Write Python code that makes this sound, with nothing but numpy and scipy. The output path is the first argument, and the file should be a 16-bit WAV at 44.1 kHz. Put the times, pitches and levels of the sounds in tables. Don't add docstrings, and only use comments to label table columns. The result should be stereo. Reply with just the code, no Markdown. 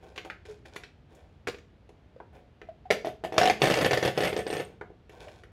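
import sys
import numpy as np
from scipy import signal
from scipy.fft import rfft, irfft
from scipy.io import wavfile
from scipy.ndimage import uniform_filter1d

SR = 44100
rng = np.random.default_rng(int(sys.argv[2]) if len(sys.argv) > 2 else 0)


def generate_wav(signal):
    frames = np.transpose(np.atleast_2d(signal))
    scaled = np.clip(frames, -1, 1) * 32767
    pcm = np.round(scaled).astype(np.int16)
    wavfile.write(sys.argv[1], SR, pcm)


N = 243411
TIME = np.arange(N) / SR
SHORT, BRIEF = TIME[:SR // 2], TIME[:4096]
SIDES = np.array([[1], [-1]])

# (pitch [Hz], width [Hz], boost [dB])
PANEL_PEAKS = [(1110, 60, 5), (1510, 70, 4), (1810, 70, 8), (2130, 80, 3), (2730, 70, 4), (3400, 130, 4)]


def judder(slowing=1.2, growth_db=0.5, uneven_s=.0004, uneven_db=1):
    # (start [s], first gap [s], jerks [count], crack [dB], thump [dB])
    pushes = [(2.9035, .005, 1, -16, -25), (2.908, .005, 1, -9.5, -22.5), (3.047, .023, 2, -32, -28.5),
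              (3.238, .011, 2, -29.5, -28), (3.323, .019, 3, -33.5, -28), (3.38, .005, 1, -5, -17),
              (3.4134, .019, 3, -11.5, -24), (3.4742, .024, 2, -10.5, -22), (3.618, .011, 1, -7.5, -17.5),
              (3.6402, .0145, 3, -14, -24.5), (3.7009, .009, 3, -16.5, -26.5), (3.74, .015, 1, -11, -25.5),
              (3.772, .015, 2, -19, -27), (3.811, .017, 1, -14.5, -23), (3.8461, .017, 1, -13, -19.5),
              (3.9095, .022, 2, -13, -23), (3.973, .015, 1, -13.5, -24.5), (4.027, .0225, 3, -16, -23),
              (4.1758, .029, 2, -18.5, -22.5), (4.234, .018, 3, -18.5, -30), (4.328, .019, 1, -26, -29),
              (4.3645, .025, 2, -23, -27), (4.466, .02, 1, -25, -28), (4.502, .026, 2, -24, -28.5),
              (4.567, .031, 2, -26, -31)]
    jerks = []  # (time [s], crack [dB], thump [dB], scrape [dB])
    for s, gap, count, crack, thump in pushes:
        scrape = (crack + thump) / 2 - 8
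        for k in range(round(count)):
            late, harder = rng.standard_normal(2) * [uneven_s, uneven_db]
            jerks.append((s + late * (k > 0), crack + harder, thump + harder + k * growth_db, scrape))
            s += gap * slowing ** k
    return jerks


def panel_slips(jerks, detune=0.0093, left_db=6.5):
    # (time [s], pitch [Hz], rise [s], level over the thump [dB])
    note_by_depth = [(2.905, 613, 0.0018, 9.5), (2.909, 375, 0.0036, 4), (2.95, 665, .0032, 6.5),
                     (3.381, 656, 0.0052, -7.5), (3.414, 726, 0.0042, 8), (3.5, 738, .0033, 7),
                     (3.62, 589, 0.0013, -2), (4.25, 448, 0.004, -2.5)]
    # (frequency [Hz], level [dB])
    crack_tone = [(200, -26), (600, 10), (1000, -3), (1400, -2), (2100, 6), (3100, 1.5), (3700, -2.5),
                  (4700, -1.5), (6300, -8), (7500, -14.5), (11500, -28), (16000, -41)]
    cracks, shoves, notes = np.zeros((2, N)), np.zeros(N), np.zeros((2, N))
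    when, *columns = np.transpose(note_by_depth)
    for s, crack_db, thump_db, _ in jerks:
        hz, rise_s, sing_db = (np.interp(s, when, column) for column in columns)
        hz *= np.exp(detune * rng.standard_normal())
        crack = through(tear(rise_s=rng.uniform(.0009, .0016)), colour(crack_tone, PANEL_PEAKS))
        add(cracks, s, from_db(crack_db + 14.5) * through(crack, walls(t60=0.092, scatter_db=2.5)))
        add(shoves, s, from_db(thump_db + 8) * ring(hz, cycles=0.99))
        note = swell(rise_s) * np.sin(2 * np.pi * hz * SHORT + SIDES * 0.5)
        add(notes, s, from_db(thump_db + sing_db) * note)
    return cracks + notes * from_db(SIDES * left_db / 2) + through(shoves, box_ring())


def panel_scrape(jerks, inside_s=3.6):
    # (time [s], level [dB])
    drag = [(3.6, -42), (3.63, -27), (3.76, -29), (4.0, -38), (4.07, -30), (4.13, -50.5), (4.23, -23),
            (4.43, -59), (4.55, -35.5), (4.65, -47), (4.72, -71)]
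    # (frequency [Hz], level [dB])
    grit_tone = [(120, -4), (400, 7.5), (750, -0.5), (1000, -8), (1900, -5), (3200, -10), (5000, -23),
                 (7500, -24.5), (12000, -24), (16000, -34)]
    power = from_db(np.interp(TIME, *np.transpose(drag), left=-np.inf, right=-np.inf)) ** 2
    for s, _, _, scrape_db in jerks:
        add(power, s, (from_db(scrape_db) * swell(rise_s=0.0085)) ** 2)
    catches = np.sqrt(power) * grains(per_s=1700, spread_db=3.2, clump_db=1.5)
    scrape = through(catches, colour(grit_tone, PANEL_PEAKS))
    bench_rumble = from_db(6) * filtered(catches * (TIME > inside_s), [85, 230], "band")
    return through(scrape, walls(t60=0.079, scatter_db=-1)) + bench_rumble


def panel_knock():
    # (time [s], clack [dB], thud [dB])
    knocks = [(1.471, -26, -44), (1.474, -21.5, -27), (1.4815, -22, -47), (1.4865, -27.5, -25.5),
              (1.497, -32, -32), (1.545, -41, -44), (1.585, -41, -54)]
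    # (frequency [Hz], level [dB])
    rim_tone = [(150, -1), (1000, -3.5), (2000, 1.5), (4700, -10), (8000, -22.5), (16000, -34)]
    clacks, thuds = np.zeros((2, N)), np.zeros(N)
    for s, clack_db, thud_db in knocks:
        clack = through(tear(rise_s=.001), walls(t60=0.079, scatter_db=3))
        add(clacks, s, from_db(clack_db + 17) * clack)
        add(thuds, s, from_db(thud_db + 15) * ring(hz=460, cycles=9.5))
    return through(clacks, colour(rim_tone)) + thuds + from_db(-16) * through(thuds, box_ring())


def edge_zings(hz=8520, spread_hz=80, gap_s=.015):
    # (start [s], chirps [count], level [dB])
    runs = [(3.622, 5, -44), (3.735, 4, -46), (4.212, 1, -44), (4.278, 2, -45), (4.374, 3, -46),
            (4.477, 5, -46.5), (4.576, 2, -50), (4.648, 1, -52)]
    out = np.zeros((2, N))
    for s, count, db in runs:
        for k in range(round(count)):
            off_pitch, harder, left_lead = rng.standard_normal(3)
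            tone = np.sin(2 * np.pi * (hz + spread_hz * off_pitch) * SHORT + SIDES * left_lead / 2)
            add(out, s + k * gap_s, from_db(db + 4 + harder) * swell(rise_s=.0021) * tone)
    return out


def finger_taps(ring_s=0.044):
    # (time [s], tap [dB], pitch [Hz], thump [dB], tick [dB])
    taps = [(.161, -42, 3000, -73, -57), (.178, -26.5, 2430, -48, -49), (.249, -32, 900, -53, -50.5),
            (0.3, -25.5, 1737, -52, -56), (0.4538, -57, 2660, -55, -58.5), (.511, -57, 5500, -62, -62.5),
            (0.656, -53, 1810, -59, -59.5), (.762, -43, 1540, -48, -38.5), (.836, -33, 2610, -56.5, -71),
            (1.15, -55, 7100, -70, -70), (1.892, -47, 760, -54.5, -61), (2.202, -34.5, 940, -50.5, -83),
            (2.616, -39, 1990, -48, -67), (4.812, -29, 1186, -42, -64.5), (4.903, -44.5, 569, -52, -79),
            (5.095, -62.5, 2000, -53, -56), (5.283, -44, 1840, -59, -61), (5.436, -46, 1900, -55, -61)]
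    # (frequency [times the tap's pitch], level [dB])
    clack_tone = [(.15, -13.5), (.5, 2), (1, 10), (1.6, 1), (3.3, -20), (8, -48.5)]
    # (frequency [Hz], level [dB])
    tick_tone = [(400, 6), (1000, 2.5), (1550, 9), (2250, 10), (3150, 5.5), (4600, -2), (6500, -4),
                 (8500, -11.5), (11500, -8), (16000, -32)]
    bright, shoves = np.zeros((2, N)), np.zeros(N)
    for s, tap_db, hz, thump_db, tick_db in taps:
        snap = unit_energy(spray(t60=0.055)[0] + 0.47 * (BRIEF == 0))
        contact = through(snap, walls(t60=0.033, scatter_db=0.5))
        clack = through(contact, colour([(hz * multiple, db) for multiple, db in clack_tone]))
        add(bright, s, from_db(tap_db + 17) * clack)
        add(bright, s, from_db(tick_db + 28) * through(contact, colour(tick_tone)))
        add(bright, s, from_db(tap_db + 6.5) * ring(hz, cycles=hz * ring_s))
        add(shoves, s, from_db(thump_db + 12.5) * ring(hz=465, cycles=3.5))
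    return bright + through(shoves, box_ring())


def squeaks(sag=0.11, sag_s=0.014, left_db=8):
    # (time [s], pitch it sags to [Hz], rise [s], level [dB])
    rubs = [(.482, 414, 0.018, -40), (2.162, 477, 0.0023, -41.5), (2.687, 613, 0.0038, -35.5),
            (2.854, 706, 0.0056, -40), (5.268, 567, 0.0084, -42)]
    out = np.zeros(N)
    for s, hz, rise_s, db in rubs:
        pitch = hz * (1 + sag * np.exp(-SHORT / sag_s))
        tone = np.sin(2 * np.pi * np.cumsum(pitch) / SR)
        rasp = rms_one(filtered(rng.standard_normal(len(SHORT)), [400, 2200], "band"))
        add(out, s, from_db(db) * swell(rise_s) * (tone + from_db(-25) * rasp))
    return out * from_db(SIDES * left_db / 2)


def wire_rustle():
    # (start [s], rise [s], rub [dB], hiss [dB])
    strokes = [(0, 0.047, -52, -65), (0.154, 0.013, -50, -57), (0.248, 0.011, -41.5, -62),
               (0.449, 0.029, -53.5, -57), (0.647, 0.013, -48.5, -52.5), (.72, 0.019, -52, -53.5),
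               (1.08, 0.069, -57.5, -69.5), (2.326, 0.023, -51, -66), (4.661, 0.032, -55, -84),
               (5.098, 0.064, -52, -60), (5.189, 0.043, -54, -57), (5.27, 0.036, -61, -61)]
    # (frequency [Hz], level [dB])
    rub_tone = [(150, -16), (300, 1.5), (440, 10), (700, 4), (1100, -10.5), (2200, -10.5), (4000, -26.5),
                (8000, -51)]
    hiss_tone = [(1500, 12.5), (4000, 6), (7000, -0.5), (11000, -9.5), (16000, -31)]
    start, rise, rub_db, hiss_db = np.transpose(strokes)
    progress = np.maximum(TIME[:, None] - start, 0) / rise
    speed = progress * np.exp(1 - progress)
    rub = speed @ from_db(rub_db) * grains(per_s=1800, spread_db=2, clump_db=2)
    hiss = speed @ from_db(hiss_db) * grains(per_s=1100, spread_db=5, clump_db=3)
    rustle = through(rub, colour(rub_tone)) + through(hiss, colour(hiss_tone))
    scattered = through(rustle, walls(t60=0.013, scatter_db=0.5)) * from_db(SIDES * 0.76)
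    return scattered + from_db(-13) * through(rub, box_ring())


def box_ring(left_lead_rad=0.27):
    # (pitch [Hz], level [dB], fade time [s], left over right [dB])
    box_notes = [(130, -24, .29, -3), (180.4, -19.5, 0.51, 0.5), (211.4, -20, 0.42, 1.5),
                 (352.6, -2, .1, -7.5), (416.3, 1, 0.12, 5), (481, -2.5, 0.078, 3), (632.5, -7.5, .14, 9.5),
                 (719, -5.5, 0.25, 12), (755.7, -6.5, .13, 14)]
    out = 0
    for hz, db, t60, left_db in box_notes:
        tone = np.cos(2 * np.pi * hz * SHORT + SIDES * left_lead_rad / 2)
        out += from_db(db + SIDES * left_db / 2) * tone * fade(t60)
    return out / np.sqrt(SR / 100)


def walls(t60, scatter_db):
    direct = np.array([BRIEF == 0, BRIEF == BRIEF[1]])
    scatter = filtered(spray(t60, channels=2), 280, "high")
    return unit_energy(direct + from_db(scatter_db) * scatter)


def room(x, echo_db, build_s):
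    # (frequency [Hz], fade time [s])
    fade_times = [(150, 0.94), (400, 0.33), (1000, 0.24), (3000, 0.3), (7000, 0.33), (14000, 0.16)]
    edges = np.geomspace(60, 16000, 9)
    build_up = 1 - np.exp(-(SHORT / build_s) ** 2)
    tail = 0
    for low, high in zip(edges, edges[1:]):
        band = filtered(rng.standard_normal((2, len(SHORT))), [low, high], "band")
        band *= fade(at_hz(fade_times, np.sqrt(low * high))) * build_up
        if high < 250:
            band = band[[0, 0]]
        tail += unit_energy(band) * np.sqrt(2 * (high - low) / SR)
    return x + from_db(echo_db) * through(x, tail)


def room_air(level_db=-55):
    # (frequency [Hz], level [dB])
    air_tone = [(20, -13), (65, 2.5), (172, -10.5), (434, -17.5), (738, -20.5), (1050, -26.5), (2460, -31),
                (3250, -33), (8650, -51), (11400, -50.5), (16000, -58.5)]
    # (frequency [Hz], likeness [0 to 1])
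    likeness = [(140, .98), (300, .75), (1000, .3)]
    hz = np.fft.rfftfreq(N, 1 / SR)
    common, opposite = rfft(rng.standard_normal((2, N)))
    alike = at_hz(likeness, hz)
    spectrum = np.sqrt(1 + alike) * common + SIDES * np.sqrt(1 - alike) * opposite
    air = irfft(from_db(at_hz(air_tone, hz)) * spectrum, N)
    return from_db(level_db) * rms_one(filtered(air, 7000, "low", order=1))


def tear(rise_s):
    burst = unit_energy(spray(t60=.06)[0] * swell(rise_s)[:len(BRIEF)])
    sharp_break = np.arange(len(BRIEF)) == round(rise_s * SR)
    return unit_energy(burst + .7 * sharp_break)


def grains(per_s, spread_db, clump_db):
    clumps = rms_one(uniform_filter1d(rng.standard_normal(N), size=700))
    sizes = from_db(spread_db * np.minimum(rng.exponential(1, N), 4) + clump_db * clumps)
    return rms_one((rng.random(N) < per_s / SR) * sizes * rng.choice([-1, 1], N))


def spray(t60, channels=1):
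    noise = rng.standard_normal((channels, len(BRIEF))) * fade(t60)[:len(BRIEF)]
    for _ in range(2):
        spectrum = rfft(noise)
        noise = irfft(spectrum / (np.abs(spectrum) + 1e-12)) * fade(t60 * 4)[:len(BRIEF)]
    return unit_energy(noise)


def ring(hz, cycles):
    return unit_energy(np.sin(2 * np.pi * hz * SHORT) * fade(cycles / hz))


def swell(rise_s):
    progress = SHORT / rise_s
    return progress * np.exp(1 - progress)


def fade(t60):
    return from_db(-60 * SHORT / t60)


def colour(points, peaks=(), size=4096):
    hz = np.fft.rfftfreq(size, 1 / SR)
    boost_db = sum(top / (1 + (2 * (hz - f) / width) ** 2) for f, width, top in peaks)
    cepstrum = irfft(np.log(from_db(at_hz(points, hz) + boost_db)))
    lag = np.arange(size)
    one_sided = (1 + np.sign(size // 2 - lag)) * (lag > 0)
    return unit_energy(irfft(np.exp(rfft(cepstrum * one_sided))))


def through(x, response):
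    return signal.fftconvolve(np.atleast_2d(x), np.atleast_2d(response), axes=-1)[:, :N]


def filtered(x, hz, keep, order=2):
    return signal.sosfilt(signal.butter(order, hz, keep, fs=SR, output="sos"), x)


def add(track, s, sound):
    i = round(s * SR)
    track[..., i:i + sound.shape[-1]] += sound[..., :N - i]


def at_hz(points, hz):
    f, value = np.transpose(points)
    return np.interp(np.log(np.maximum(hz, 1)), np.log(f), value)


def from_db(db):
    return 10 ** (np.asarray(db) / 20)


def unit_energy(x):
    return x / np.sqrt(np.sum(x ** 2, axis=-1, keepdims=True) + 1e-20)


def rms_one(x):
    return x / np.sqrt(np.mean(x ** 2) + 1e-20)


def scene():
    jerks = judder()
    panel = panel_knock() + panel_slips(jerks) + panel_scrape(jerks) + edge_zings()
    panel = room(panel, echo_db=-7, build_s=0.0044)
    hands = room(finger_taps() + squeaks() + wire_rustle(), echo_db=-4, build_s=0.0025)
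    return panel + hands + room_air()


def record(dry):
    treble_cut = signal.ellip(10, .1, 80, 15950, fs=SR, output="sos")
    return signal.sosfilt(treble_cut, filtered(dry, 48, "high"))


dry = scene()
out = record(dry)
generate_wav(out)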